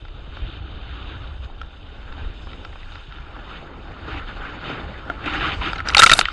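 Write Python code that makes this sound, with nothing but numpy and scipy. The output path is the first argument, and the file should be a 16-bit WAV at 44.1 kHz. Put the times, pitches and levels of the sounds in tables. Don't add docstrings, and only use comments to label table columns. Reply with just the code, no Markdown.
import sys
import numpy as np
from scipy import signal
from scipy.io import wavfile
from scipy.ndimage import uniform_filter1d

SR = 44100
rng = np.random.default_rng(int(sys.argv[2]) if len(sys.argv) > 2 else 0)


def dump_mix(stems):
    frames = np.atleast_2d(stems).T
    limited = np.clip(frames, -1, 1)
    pcm = np.round(limited * 32767).astype(np.int16)
    wavfile.write(sys.argv[1], SR, pcm)


def undo_db(level):
    steps = np.asarray(level, float) / 20
    return 10 ** steps


N = 278712

# (t/s, main modes level/dB,
# centre of the blow/octaves above the main modes, loss/dB per squared octave from it, contact/ms)
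PELLETS = [(5.732, -14.5, 0.28, 7, 1.2), (5.757, -19.5, 0.19, 9.4, 7.9), (5.781, -30, 0.39, 6, 5.8),
           (5.792, -18.5, .15, 24, 2.5), (5.803, -13, .15, 24, 2.2), (5.853, -25.5, -0.22, 15, 29),
           (5.872, -15.5, 0.071, 21, 3.1), (5.886, -19.5, 1.33, 2.9, 2), (5.895, -15, 0.26, 10, 2.2),
           (5.902, -18, 0.49, 14, 1.5), (5.923, -24, -0.0036, 13, 2.3), (5.936, -28, 0.92, 6.5, 4.4)]
LUMPS = [(5.947, -4, 0.55, 24, 3.7), (5.968, -7.5, 0.41, 1.4, 6.9), (5.981, -15, 1.75, 6.1, 0.43),
         (5.989, -9, .5, 2.1, 4.5), (5.9934, 6, 0.55, 7.1, 9.1), (6.008, -23, 0.53, 8.1, 2.3),
         (6.014, -24, 0.84, 15, 2.8), (6.0198, 3, 0.59, 8.4, 2.3), (6.026, 1.5, 0.24, 12, 1.8),
         (6.0327, 16.5, 0.41, 9.6, 8.4), (6.061, -11, 0.57, 7.7, 0.91), (6.063, -7.5, 0.96, 13, 1.6),
         (6.0683, -3.5, 0.4, 7.6, .7), (6.074, -4, 0.39, 9, 1.1)]
BOUNCES = [(6.0938, -18, 0.89, 4.5, 1.9), (6.0959, -3, 0.62, 4.2, 2), (6.1056, -11.5, 0.76, 7.3, 1.5),
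           (6.1153, 4, 0.54, 12.3, 6.9), (6.129, -3, 0.16, 12, 2.9), (6.1341, -2, 1.23, 5.2, 3.1),
           (6.154, -20, 0.1, 12, 3.2), (6.181, -18, 0.1, 23, 4.6), (6.1903, -1, 0.74, 5.9, 3.6),
           (6.212, -6.5, 0.52, 16, 0.37), (6.2547, -21.5, 0.66, 29, 0.35), (6.2845, -14.5, 0.17, 23, 1.7)]

BITE_RISE_S, BITE_FALL_S = 0.033, 0.025
SPRAY_RISE_S, SPRAY_FALL_S = 0.04, 0.054
TURN_S = 0.098
SILENCE_DB = -100


def rms_one(x):
    return x / np.sqrt(np.mean(x ** 2) + 1e-20)


def in_time(rows):
    s, *columns = np.transpose(rows)
    return [np.interp(np.arange(N) / SR, s, c) for c in columns]


def swells(rows, rise_s, fall_s):
    t, out = np.arange(N) / SR, np.zeros(N)
    for s, hold_s, height in rows:
        crest = s + rise_s
        release = crest + max(hold_s, 0)
        out += height * np.interp(t, [s, crest, release, release + fall_s], [0, 1, 1, 0])
    return out


def drift(rate):
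    r = np.exp(-64 * np.pi * rate / SR)
    noise = rng.standard_normal(N // 32 + 2001)
    return rms_one(signal.lfilter([1], [1, -2 * r, r * r], noise)[2000:])


def grit(per_s, spread_db):
    sizes = undo_db(spread_db * np.minimum(rng.exponential(1, N), 5)) * rng.standard_normal(N)
    clicks = rms_one(sizes * (rng.random(N) < per_s / SR))
    return clicks, clicks[::-1]


def banded(source, colour, shared_db, own_db, rate):
    points, together, out = np.array(colour), drift(rate), 0
    octaves = np.log2(points[-1, 0] / points[0, 0])
    edges = points[0, 0] * 2 ** np.arange(0, octaves + .2, 1 / 3)
    for k, (low, high) in enumerate(zip(edges, edges[1:])):
        level_db = np.interp(np.log(low * high) / 2, np.log(points[:, 0]), points[:, 1])
        sos = signal.butter(2, [low, high], "band", fs=SR, output="sos")
        band = signal.sosfilt(sos, source[k % 2])
        gain = undo_db(level_db + shared_db * together + own_db * drift(rate))
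        out = out + np.repeat(gain, 32)[:N] * band
    return out


def low_pass(x, hz):
    return signal.sosfilt(signal.butter(6, hz, fs=SR, output="sos"), x)


def resonate(x, hz, t60):
    r, w = undo_db(-60 / (t60 * SR)), 2 * np.pi * hz / SR
    return signal.lfilter([1, 0, -1], [1, -2 * r * np.cos(w), r * r], x)


def housing(x):
    # (f/Hz, width/Hz, gain/dB)
    resonances = [(799, 64, 10), (1413, 310, 6), (3322, 98, -18), (3650, 71, -1), (4157, 193, -13.5),
                  (4310, 78, 8.5), (5130, 110, 5.5), (5770, 1610, -11.5), (6320, 740, 4.5), (7250, 360, -1),
                  (8270, 660, 2.5), (8850, 180, -1)]
    for hz, width, db in resonances:
        w, root = 2 * np.pi * hz / SR, undo_db(db / 2)
        a = np.pi * width / SR
        zeros = [1 + a * root, -2 * np.cos(w), 1 - a * root]
        poles = [1 + a / root, -2 * np.cos(w), 1 - a / root]
        x = signal.lfilter(zeros, poles, x)
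    return rms_one(x)


def wind():
    # (t/s, level/dB)
    airstream = [(0, -39), (.8, -36.5), (1.0, -34.5), (1.45, -36), (1.7, -46), (2.1, -36.5), (2.5, -40.5),
                 (3.0, -41), (3.6, -44), (4.2, -36), (4.6, -45), (5.0, -40.5), (5.5, -34), (5.9, -35.5),
                 (6.05, -30.5), (6.32, -40)]
    # (crest t/s, buffeting gain/dB, slow push gain/dB)
    gusts = [(.1, -4, 9), (.44, 12, 14), (.63, 8.5, -9), (.77, -1, 9.5), (.93, 4.5, -15), (1.32, 4.5, -15),
             (1.43, 8.5, -10), (1.53, -11, 8.5), (1.64, 8.5, 7), (1.74, 1, -7), (1.92, 0, 3),
             (2.11, -4, 9.5), (2.22, 6.5, 3), (2.27, 7, 21), (2.46, 4.5, 6), (2.71, 5, 4), (2.78, -10, 5),
             (2.86, -2, 12), (3.22, 6, 3), (3.91, 1, 2), (3.96, -7, -8), (4.02, 2, 0), (4.15, 5, 5),
             (4.26, -8, 10.5), (4.4, 1, 12.5), (4.86, 13, -21), (5.38, 4.5, 9), (5.61, 3.5, 11),
             (5.93, 4.5, -9), (6.13, -18, 18.5), (6.23, -26, 12), (4.56, 8, -6), (4.72, 0.5, -10),
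             (3.05, -9, 0)]
    # (f/Hz, density/dB per Hz)
    buffet = [(38, -10), (50, 6), (65, 2.5), (90, -4), (130, -20.5), (200, -51)]
    push = [(12, 7.5), (20, -3), (30, 10.5), (46, -3)]
    rise_s, fall_s = 0.055, 0.051
    stream_db, = in_time(airstream)
    buffet_db = stream_db + swells([(s - rise_s, 0, db) for s, db, _ in gusts], rise_s, fall_s)
    push_db = -42 + 0.12 * (stream_db + 40.0)
    push_db = push_db + swells([(s - rise_s, 0, db) for s, _, db in gusts], rise_s, fall_s)
    out = 0
    for gust_db, colour in ((buffet_db, buffet), (push_db, push)):
        noise = rng.standard_normal((2, N))
        air = rms_one(banded(noise, colour, shared_db=-2.5, own_db=2.5, rate=7.8))
        size = np.sqrt(uniform_filter1d(air ** 2, size=2600) + 0.037)
        out = out + undo_db(gust_db) * rms_one(air / size)
    return out


def vent():
    # (start/s, hold/s, gain/dB)
    headings = [
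        (.4, 0.58, -17),
        (2.3, 0.63, 6.5),
        (5.0, 0.21, 5.5),
    ]
    # (f/Hz, density/dB per Hz)
    colour = [(4600, 6), (5800, -2.5), (6500, -5.5), (7400, -16), (8300, -12), (9200, -22)]
    level_db = -71 + swells(headings, TURN_S, TURN_S)
    hiss = banded(rng.standard_normal((2, N)), colour, shared_db=2.0, own_db=1.5, rate=5)
    return undo_db(level_db) * housing(low_pass(hiss, hz=8800))


def dust():
    # (start/s, hold/s, gain/dB over silence)
    drifts = [
        (5.22, 0.19, 43),
        (5.5, 0.21, 46),
        (5.82, .02, 47),
        (6.2, .1, 48.5),
    ]
    # (f/Hz, density/dB per Hz)
    powder = [(4200, 0.5), (5000, 2), (6500, -11), (8000, -9), (9000, -20)]
    level_db = SILENCE_DB + swells(drifts, SPRAY_RISE_S, SPRAY_FALL_S)
    return undo_db(level_db) * rms_one(banded(grit(6000, 2.0), powder, shared_db=1.0, own_db=1.5, rate=30))


def groan():
    # (start/s, hold/s, gain/dB over silence)
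    groans = [
        (.3, 0.96, 44.5),
        (4.05, 0.079, 59.5),
        (5.23, 0.23, 65),
        (5.51, .01, 54),
        (5.63, 0.018, 67),
    ]
    hz, t60 = 308.5, 0.044
    mode = resonate(resonate(grit(2000, 2.3)[0], hz, t60), hz, t60)
    return undo_db(SILENCE_DB + swells(groans, BITE_RISE_S, BITE_FALL_S)) * rms_one(mode)


def skis():
    # (t/s, skid level/dB, hiss/dB against the skid)
    load = [(0, -55.5, 3.5), (.28, -51, 1.5), (.63, -48.5, 1.5), (1.05, -43.5, 1), (1.4, -51.5, -1.5),
            (1.83, -52.5, 2), (2.1, -46, -4), (2.4, -49.5, 1), (3.06, -49.5, 0), (3.25, -44.5, -8.5),
            (3.95, -43, -11.5), (4.3, -40, -10), (4.62, -37.5, -7), (5.05, -41.5, -10), (5.2, -41, -10),
            (5.78, -35.5, -8), (6.2, -31.5, -4.5), (6.32, -42, 2)]
    # (start/s, hold/s, gain/dB)
    bites = [(.31, 0.23, 4), (1.07, 0.056, 2.5), (1.2, .06, 3), (1.41, 0.0051, 5), (2.14, 0.088, 2.5),
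             (2.46, 0.024, 0.5), (2.66, 0.0083, -1), (2.73, 0.009, 0), (2.9, 0.073, 3), (3.12, 0.012, 3.5),
             (3.45, 0.089, 4), (3.62, 0.17, -2.5), (4.03, 0.12, 2.5), (4.62, .14, 3.5), (5.215, 0.29, 8.5),
             (5.55, 0.0073, 0.5), (5.64, 0.0088, 3), (5.8, 0.0023, -10), (5.96, 0.028, 6),
             (6.15, .005, -1.5)]
    # (start/s, hold/s, gain/dB)
    catches = [
        (4.075, 0.12, 4.5),
        (4.27, 0.008, 4.5),
        (4.42, 0.045, 2),
        (4.655, 0.038, 2),
        (5.253, 0.008, 4),
        (5.33, 0.0093, 5.5),
        (5.4, 0.06, 4.5),
        (5.606, 0.073, 7),
    ]
    # (start/s, hold/s, gain/dB)
    bumps = [
        (2.16, 0.021, 5),
        (2.42, 0.2, 2.5),
        (2.72, 0.51, -3.5),
        (3.6, 0.28, 2),
        (4.62, 0.27, 4),
        (5.04, 0.044, 4),
        (5.26, 0.074, -2),
        (5.53, 0.028, -0.5),
        (5.97, 0.044, -4),
        (6.22, .1, -9),
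    ]
    # (start/s, hold/s, gain/dB)
    swishes = [
        (.36, .14, 0),
        (.62, .2, -0.2),
        (1.0, 0.12, -0.5),
        (3.42, 0.083, 4.5),
    ]
    # (f/Hz, density/dB per Hz)
    skid_colour = [(350, -14.5), (600, -15), (980, -6.5), (1340, -1), (1960, -8), (2800, -8.5), (3620, -11),
                   (5140, -24), (6500, -29.5), (8400, -65)]
    drumming = [(70, -8), (120, 2), (200, -2.5), (320, -1.5), (480, -6.5), (800, -8), (1200, -16.5)]
    hiss_colour = [(1500, -29), (2200, -23.5), (2900, 13), (3600, 6.5), (4400, -41), (5200, -18.5),
                   (6500, -54), (8400, -60)]
    crust_colour = [(1400, -31), (1900, 0.5), (2400, 0.5), (3000, 8.5), (3600, -10)]

    load_db, loose_db = in_time(load)
    bite_db = swells(bites, BITE_RISE_S, BITE_FALL_S) + swells(catches, rise_s=0.0082, fall_s=0.045)
    skid_db = load_db + bite_db
    body_db = -49.0 + 0.59 * (skid_db + 49.5) + swells(bumps, BITE_RISE_S, BITE_FALL_S)
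    hiss_db = skid_db + loose_db + 0.12 * bite_db + swells(swishes, TURN_S, TURN_S)
    spared_db = 3 * np.minimum(skid_db + 34, 0)
    crust_db = -32.5 + 2.1 * (np.minimum(skid_db, -29) + 30.0) + spared_db

    skid = housing(banded(grit(9000, 1.88), skid_colour, shared_db=-0.44, own_db=2.5, rate=19.0))
    body = rms_one(banded(grit(5000, 1.4), drumming, shared_db=0.84, own_db=0.5, rate=17))
    hiss = housing(banded(grit(14000, 2.8), hiss_colour, shared_db=0.26, own_db=1.5, rate=42))
    crust = housing(banded(grit(4000, 3.0), crust_colour, shared_db=1.5, own_db=1.2, rate=30))
    muffled = undo_db(skid_db) * skid + undo_db(hiss_db - 2.0) * hiss + undo_db(crust_db) * crust
    return low_pass(muffled, hz=7360) + undo_db(body_db + 2.0) * body


def knocks(rows, gain_db, uneven_db, hardness, side_db, snap, damping):
    # (f/Hz, level/dB, t60/s)
    main_modes = [(1348, -2, 0.034), (1395, -8.5, 0.029), (1516, -8.5, 0.011)]
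    low_modes = [(593, -12, 0.014), (820, 4.5, 0.0055), (1090, 0, 0.014)]
    middle_modes = [(1987, -1.5, 0.012), (2268, -4, 0.014), (2582, -3, 0.011), (2850, -17, 0.0076)]
    high_modes = [(3715, 3, 0.021), (4280, -13.5, 0.02), (4620, -11, 0.018)]
    top_modes = [(5700, -32, 0.0063), (7630, -2, 0.0094), (9200, -7, 0.0067)]
    slushy_s = [5.757, 5.792, 5.803, 5.853, 5.871, 5.923, 5.946, 5.989, 6.008, 6.130, 6.153, 6.182, 6.2848]
    out, t_ms = np.zeros(N + 1536), np.arange(1536) * 1000 / SR
    for s, main_db, centre, focus_db, touch_ms in rows:
        noise = rng.standard_normal(len(t_ms))
        force = noise * np.exp(-(t_ms / max(touch_ms, .2)) ** 4) * np.minimum(t_ms / .3, 1)
        crisp = np.abs(s - np.array(slushy_s)).min() > .002
        force[0] = snap * np.sqrt(max(touch_ms, .2)) * crisp
        low_db, middle_db, high_db = (side_db + focus_db * (centre ** 2 - (octaves - centre) ** 2)
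                                      for octaves in (-0.81, 1, 1.52))
        top_db = high_db + hardness * min(main_db + high_db, 0)
        groups = ((main_modes, 0), (low_modes, low_db), (middle_modes, middle_db),
                  (high_modes, high_db), (top_modes, top_db))
        at, luck = round(s * SR), iter(rng.normal(0, 1, 30))
        for modes, share_db in groups:
            for hz, db, t60 in modes:
                cushioned = resonate(force, hz, 3.5 / hz)
                ring = resonate(cushioned, hz, t60 * damping)
                gain = undo_db(main_db + gain_db + share_db + db + uneven_db * next(luck))
                out[at:at + len(t_ms)] += gain * ring / np.abs(ring).max()
    return out[:N]


def rings(rows, cycles, crunch):
    out, t_ms = np.zeros(N + 4096), np.arange(4096) * 1000 / SR
    for s, hz, db, touch_ms in rows:
        crunchy = 1 - crunch + crunch * rng.standard_normal(len(t_ms))
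        force = crunchy * np.exp(-(t_ms / max(touch_ms, .2)) ** 4) * np.minimum(t_ms / .2, 1)
        ring = resonate(resonate(force, hz, 3.0 / hz), hz, cycles / hz)
        at = round(s * SR)
        out[at:at + len(t_ms)] += undo_db(db) * ring / np.abs(ring).max()
    return out[:N]


def ticks():
    # (t/s, main modes level/dB, centre/octaves, loss/dB per squared octave, contact/ms)
    taps = [(.0512, -36.5, 0.1, 9, 4.9), (.0827, -42, 0.29, 6, 1.8), (.3701, -31, 0.009, 9.5, 0.89),
            (1.446, -53, 1, 4, 1.8), (1.4995, -59, 0.79, 9, 1.5), (1.6147, -25.5, -0.0066, 24, 1.3),
            (1.6326, -40, -0.23, 13, 1.5), (2.1245, -42, 0.25, 2, 5.6), (2.4713, -40, -0.51, 5, 9.1),
            (2.516, -40, 0.42, 9, 2.6), (2.5318, -34, 0.43, 11, 1.9), (2.6495, -27.5, 0.13, 10, 1.4),
            (2.7287, -45, -0.33, 26, 1.6), (2.757, -43, -0.71, 8, 1.1), (2.831, -47, 0.61, 33, 3.8),
            (2.9204, -44, -0.51, 0, 0.63), (2.955, -34, 0.37, 7.5, 0.9), (3.1233, -35.5, 0.36, 9, 0.82),
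            (3.1842, -33.5, 0.094, 13, 1.1), (3.266, -39, 0.0027, 23, 2.3), (3.365, -56, -1.44, 10, 1.1)]
    raw = knocks(taps, gain_db=0.0, uneven_db=0.5, hardness=.6, side_db=4.5, snap=11.3, damping=1.0)
    return low_pass(raw, hz=5260)


def thud():
    # (t/s, main modes level/dB, centre/octaves, loss/dB per squared octave, contact/ms)
    blow = [
        (5.0993, -32, 0.063, 7, 1.6),
    ]
    raw = knocks(blow, gain_db=3.5, uneven_db=5.5, hardness=.6, side_db=5.5, snap=6.5, damping=0.9)
    return low_pass(raw, hz=3400)


def mount_rings():
    # (t/s, f/Hz, level/dB, contact/ms)
    after_rings = [
        (5.0997, 1385, -16.5, 2.5),
        (5.0995, 700, -28.5, 0.87),
        (6.040, 1364, -1.5, 3.1),
        (6.3, 1200, -29, 4.1),
    ]
    return rings(after_rings, cycles=42, crunch=.3)


def body_blows():
    # (t/s, f/Hz, level/dB, contact/ms)
    blows = [(4.7, 430, -21.5, 2.4), (5.0995, 740, -16, 1.8), (5.0995, 2100, -22, 1.2),
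             (1.615, 1900, -34, 1.3), (1.6155, 3900, -42, 1.6), (2.650, 2300, -38, 1.4),
             (2.650, 3800, -39, 1.4), (2.650, 900, -39, 1.4), (2.3, 520, -41, 1.4), (1.5, 900, -33, 0.8),
             (5.9, 1500, -25, 3.1), (5.2595, 2900, -22, 4.1), (3.08, 137, -35.5, 5.3), (3.2, 134, -34, 6.1)]
    return rings(blows, cycles=6.5, crunch=.3)


def heaves():
    # (t/s, f/Hz, level/dB, contact/ms)
    throws = [
        (5.588, 40.4, -20.5, 7.1),
        (5.94, 34.8, -26, 6.9),
        (5.99, 30, -28, 8),
        (6.016, 249, -33, 4.8),
        (6.034, 77, -16, 3.1),
        (6.06, 228, -17, 3.9),
        (6.112, 91, -16.5, 3.7),
        (6.13, 428, -23, 4.6),
        (6.187, 233, -22.5, 6.6),
        (6.25, 44.4, -28.5, 8),
    ]
    return rings(throws, cycles=1.5, crunch=0)


def mist():
    # (start/s, hold/s, gain/dB over silence)
    clouds = [
        (5.91, .26, 59),
        (5.97, .06, 4),
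    ]
    # (f/Hz, density/dB per Hz)
    colour = [(9200, -6), (11000, -10), (12000, 1), (14700, 5)]
    level_db = SILENCE_DB + swells(clouds, SPRAY_RISE_S, SPRAY_FALL_S)
    return undo_db(level_db) * rms_one(banded(grit(8000, 1.5), colour, shared_db=2.0, own_db=4.5, rate=40))


def spray():
    # (start/s, hold/s, gain/dB over silence)
    throws = [
        (5.84, 0.037, 46.5),
        (5.94, 0.1957, 62),
        (6.11, .005, -3),
        (6.17, 0.03, 40.5),
    ]
    # (f/Hz, density/dB per Hz)
    colour = [(2500, -28), (4000, 3), (6000, -1.5), (8500, 0), (11000, -5.5), (13000, -14)]
    s, main_db, centre = np.transpose(PELLETS + LUMPS + BOUNCES)[:3]
    bursts = np.full(N, 1e-18)
    bursts[(s * SR).astype(int)] = undo_db(-35 + 2.0 * np.minimum(main_db, 0) + 10.0 * centre)
    decay_s = 0.0091
    shatter = signal.lfilter([1], [1, -np.exp(-1 / (decay_s * SR))], bursts)
    thrown = undo_db(SILENCE_DB + 4.5 + swells(throws, SPRAY_RISE_S, SPRAY_FALL_S))
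    grains = rms_one(banded(grit(5600, 0.75), colour, shared_db=1.0, own_db=4.0, rate=74))
    return (thrown + shatter) * grains


def jolts():
    # (f/Hz, level/dB against the blow, t60/s)
    mount_modes = [(95, -24, .07), (300, -32, .04), (480, -29, .025)]
    s, main_db = np.transpose(LUMPS + BOUNCES)[:2]
    shoves = np.full(N, 1e-18)
    shoves[(s * SR).astype(int)] = undo_db(np.minimum(main_db, 4.0))
    soft = low_pass(shoves, hz=900)
    return sum(undo_db(db) * np.pi * hz / SR * resonate(soft, hz, t60) for hz, db, t60 in mount_modes)


def accents():
    # (t/s, f/Hz, level/dB, contact/ms)
    landings = [(1.446, 5300, -46, 1.4), (1.615, 3100, -31, 1.9), (1.615, 5100, -42, 1.8),
                (2.603, 2700, -45, 1.5), (5.887, 4980, -12, 1.6), (5.887, 8200, -23, 1.6),
                (5.887, 6500, -26, 1.3), (5.783, 3780, -30, 4), (6.0205, 13000, -33, 2),
                (2.6505, 5300, -46, 1.4), (2.729, 1760, -34, 2), (2.758, 2480, -39, 1.8),
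                (5.259, 567, -27, 2.1), (5.615, 990, -21.5, 5), (5.676, 1470, -38, 4.2),
                (5.732, 5270, -38, 2), (5.968, 4450, -1, 6.5), (5.969, 820, -9, 3.8),
                (5.982, 4600, -14, 4.6), (5.994, 3830, 6.5, 4.7), (5.993, 815, -20, 3.1),
                (6.026, 4620, -3, 3.6), (6.035, 3800, 3, 4.5), (6.034, 580, -28, 3.7),
                (6.068, 3900, -14, 2.3), (6.075, 5500, -22, 0.87), (6.1155, 3780, -3, 4),
                (6.1335, 3760, 1, 4), (6.114, 650, -13, 3.7), (6.1155, 2500, -6, 6.8),
                (6.150, 734, -28, 6.7), (6.170, 3850, -28, 2), (6.190, 4560, -8, 4.7),
                (6.190, 7800, -25, 2), (6.212, 4100, -18, 0.9), (6.255, 3030, -18, 1.5),
                (6.286, 3000, -22, 1.1), (6.010, 1720, -13, 2.3), (6.0135, 1920, -9, 1.5),
                (6.0635, 2240, -3, 1.8), (6.0975, 1860, -2, 1.8), (6.255, 1910, -11, 0.95),
                (6.2123, 2330, -12, 0.47), (6.0198, 1840, -3, 1.9)]
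    return rings(landings, cycles=26, crunch=0.58)


def lumps():
    raw = knocks(PELLETS + LUMPS + BOUNCES, gain_db=-2.0, uneven_db=3.0, hardness=0.54, side_db=-1.0,
                 snap=5.9, damping=0.58)
    return low_pass(raw, hz=7700)


def scene():
    mix = wind() + vent() + skis() + spray()
    mix = mix + ticks() + thud() + lumps() + jolts()
    mix = mix + groan() + dust() + heaves() + accents()
    mix = mix + mount_rings() + body_blows() + mist()
    return mix[None, :]


def thin_treble(x, from_hz, keep_db, loud_db):
    hz, _, z = signal.stft(x, SR, nperseg=2048)
    power = np.abs(z) ** 2
    patch = uniform_filter1d(uniform_filter1d(power, size=4, axis=0), size=6, axis=1)
    around = uniform_filter1d(uniform_filter1d(power, size=36, axis=0), size=6, axis=1)
    loud = uniform_filter1d(power.sum(axis=0), size=3) > undo_db(2 * loud_db)
    kept = (hz[:, None] < from_hz) | loud | (patch > around * undo_db(2 * keep_db))
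    return signal.istft(z * kept, SR, nperseg=2048)[1][:N]


def roll_off(x):
    return signal.sosfilt(signal.butter(12, 12730, fs=SR, output="sos"), x)


def record(dry):
    top = .8
    clipped = dry / (1 + np.abs(dry / top) ** 6) ** (1 / 6)
    cut = signal.sosfilt(signal.cheby2(8, 40, 12800, fs=SR, output="sos"), clipped)
    cut = signal.sosfilt(signal.butter(2, 10500, fs=SR, output="sos"), cut)
    thinned = thin_treble(cut[0], from_hz=5000, keep_db=-.3, loud_db=-22)
    thinned = thin_treble(thinned, from_hz=8800, keep_db=4.0, loud_db=-20.0)
    thinned = thin_treble(thinned, from_hz=10000, keep_db=-1.0, loud_db=-9.0)
    mix = np.clip(thinned[None, :], -.91, .91)
    return roll_off(mix)


dry = scene()
out = record(dry)
dump_mix(out)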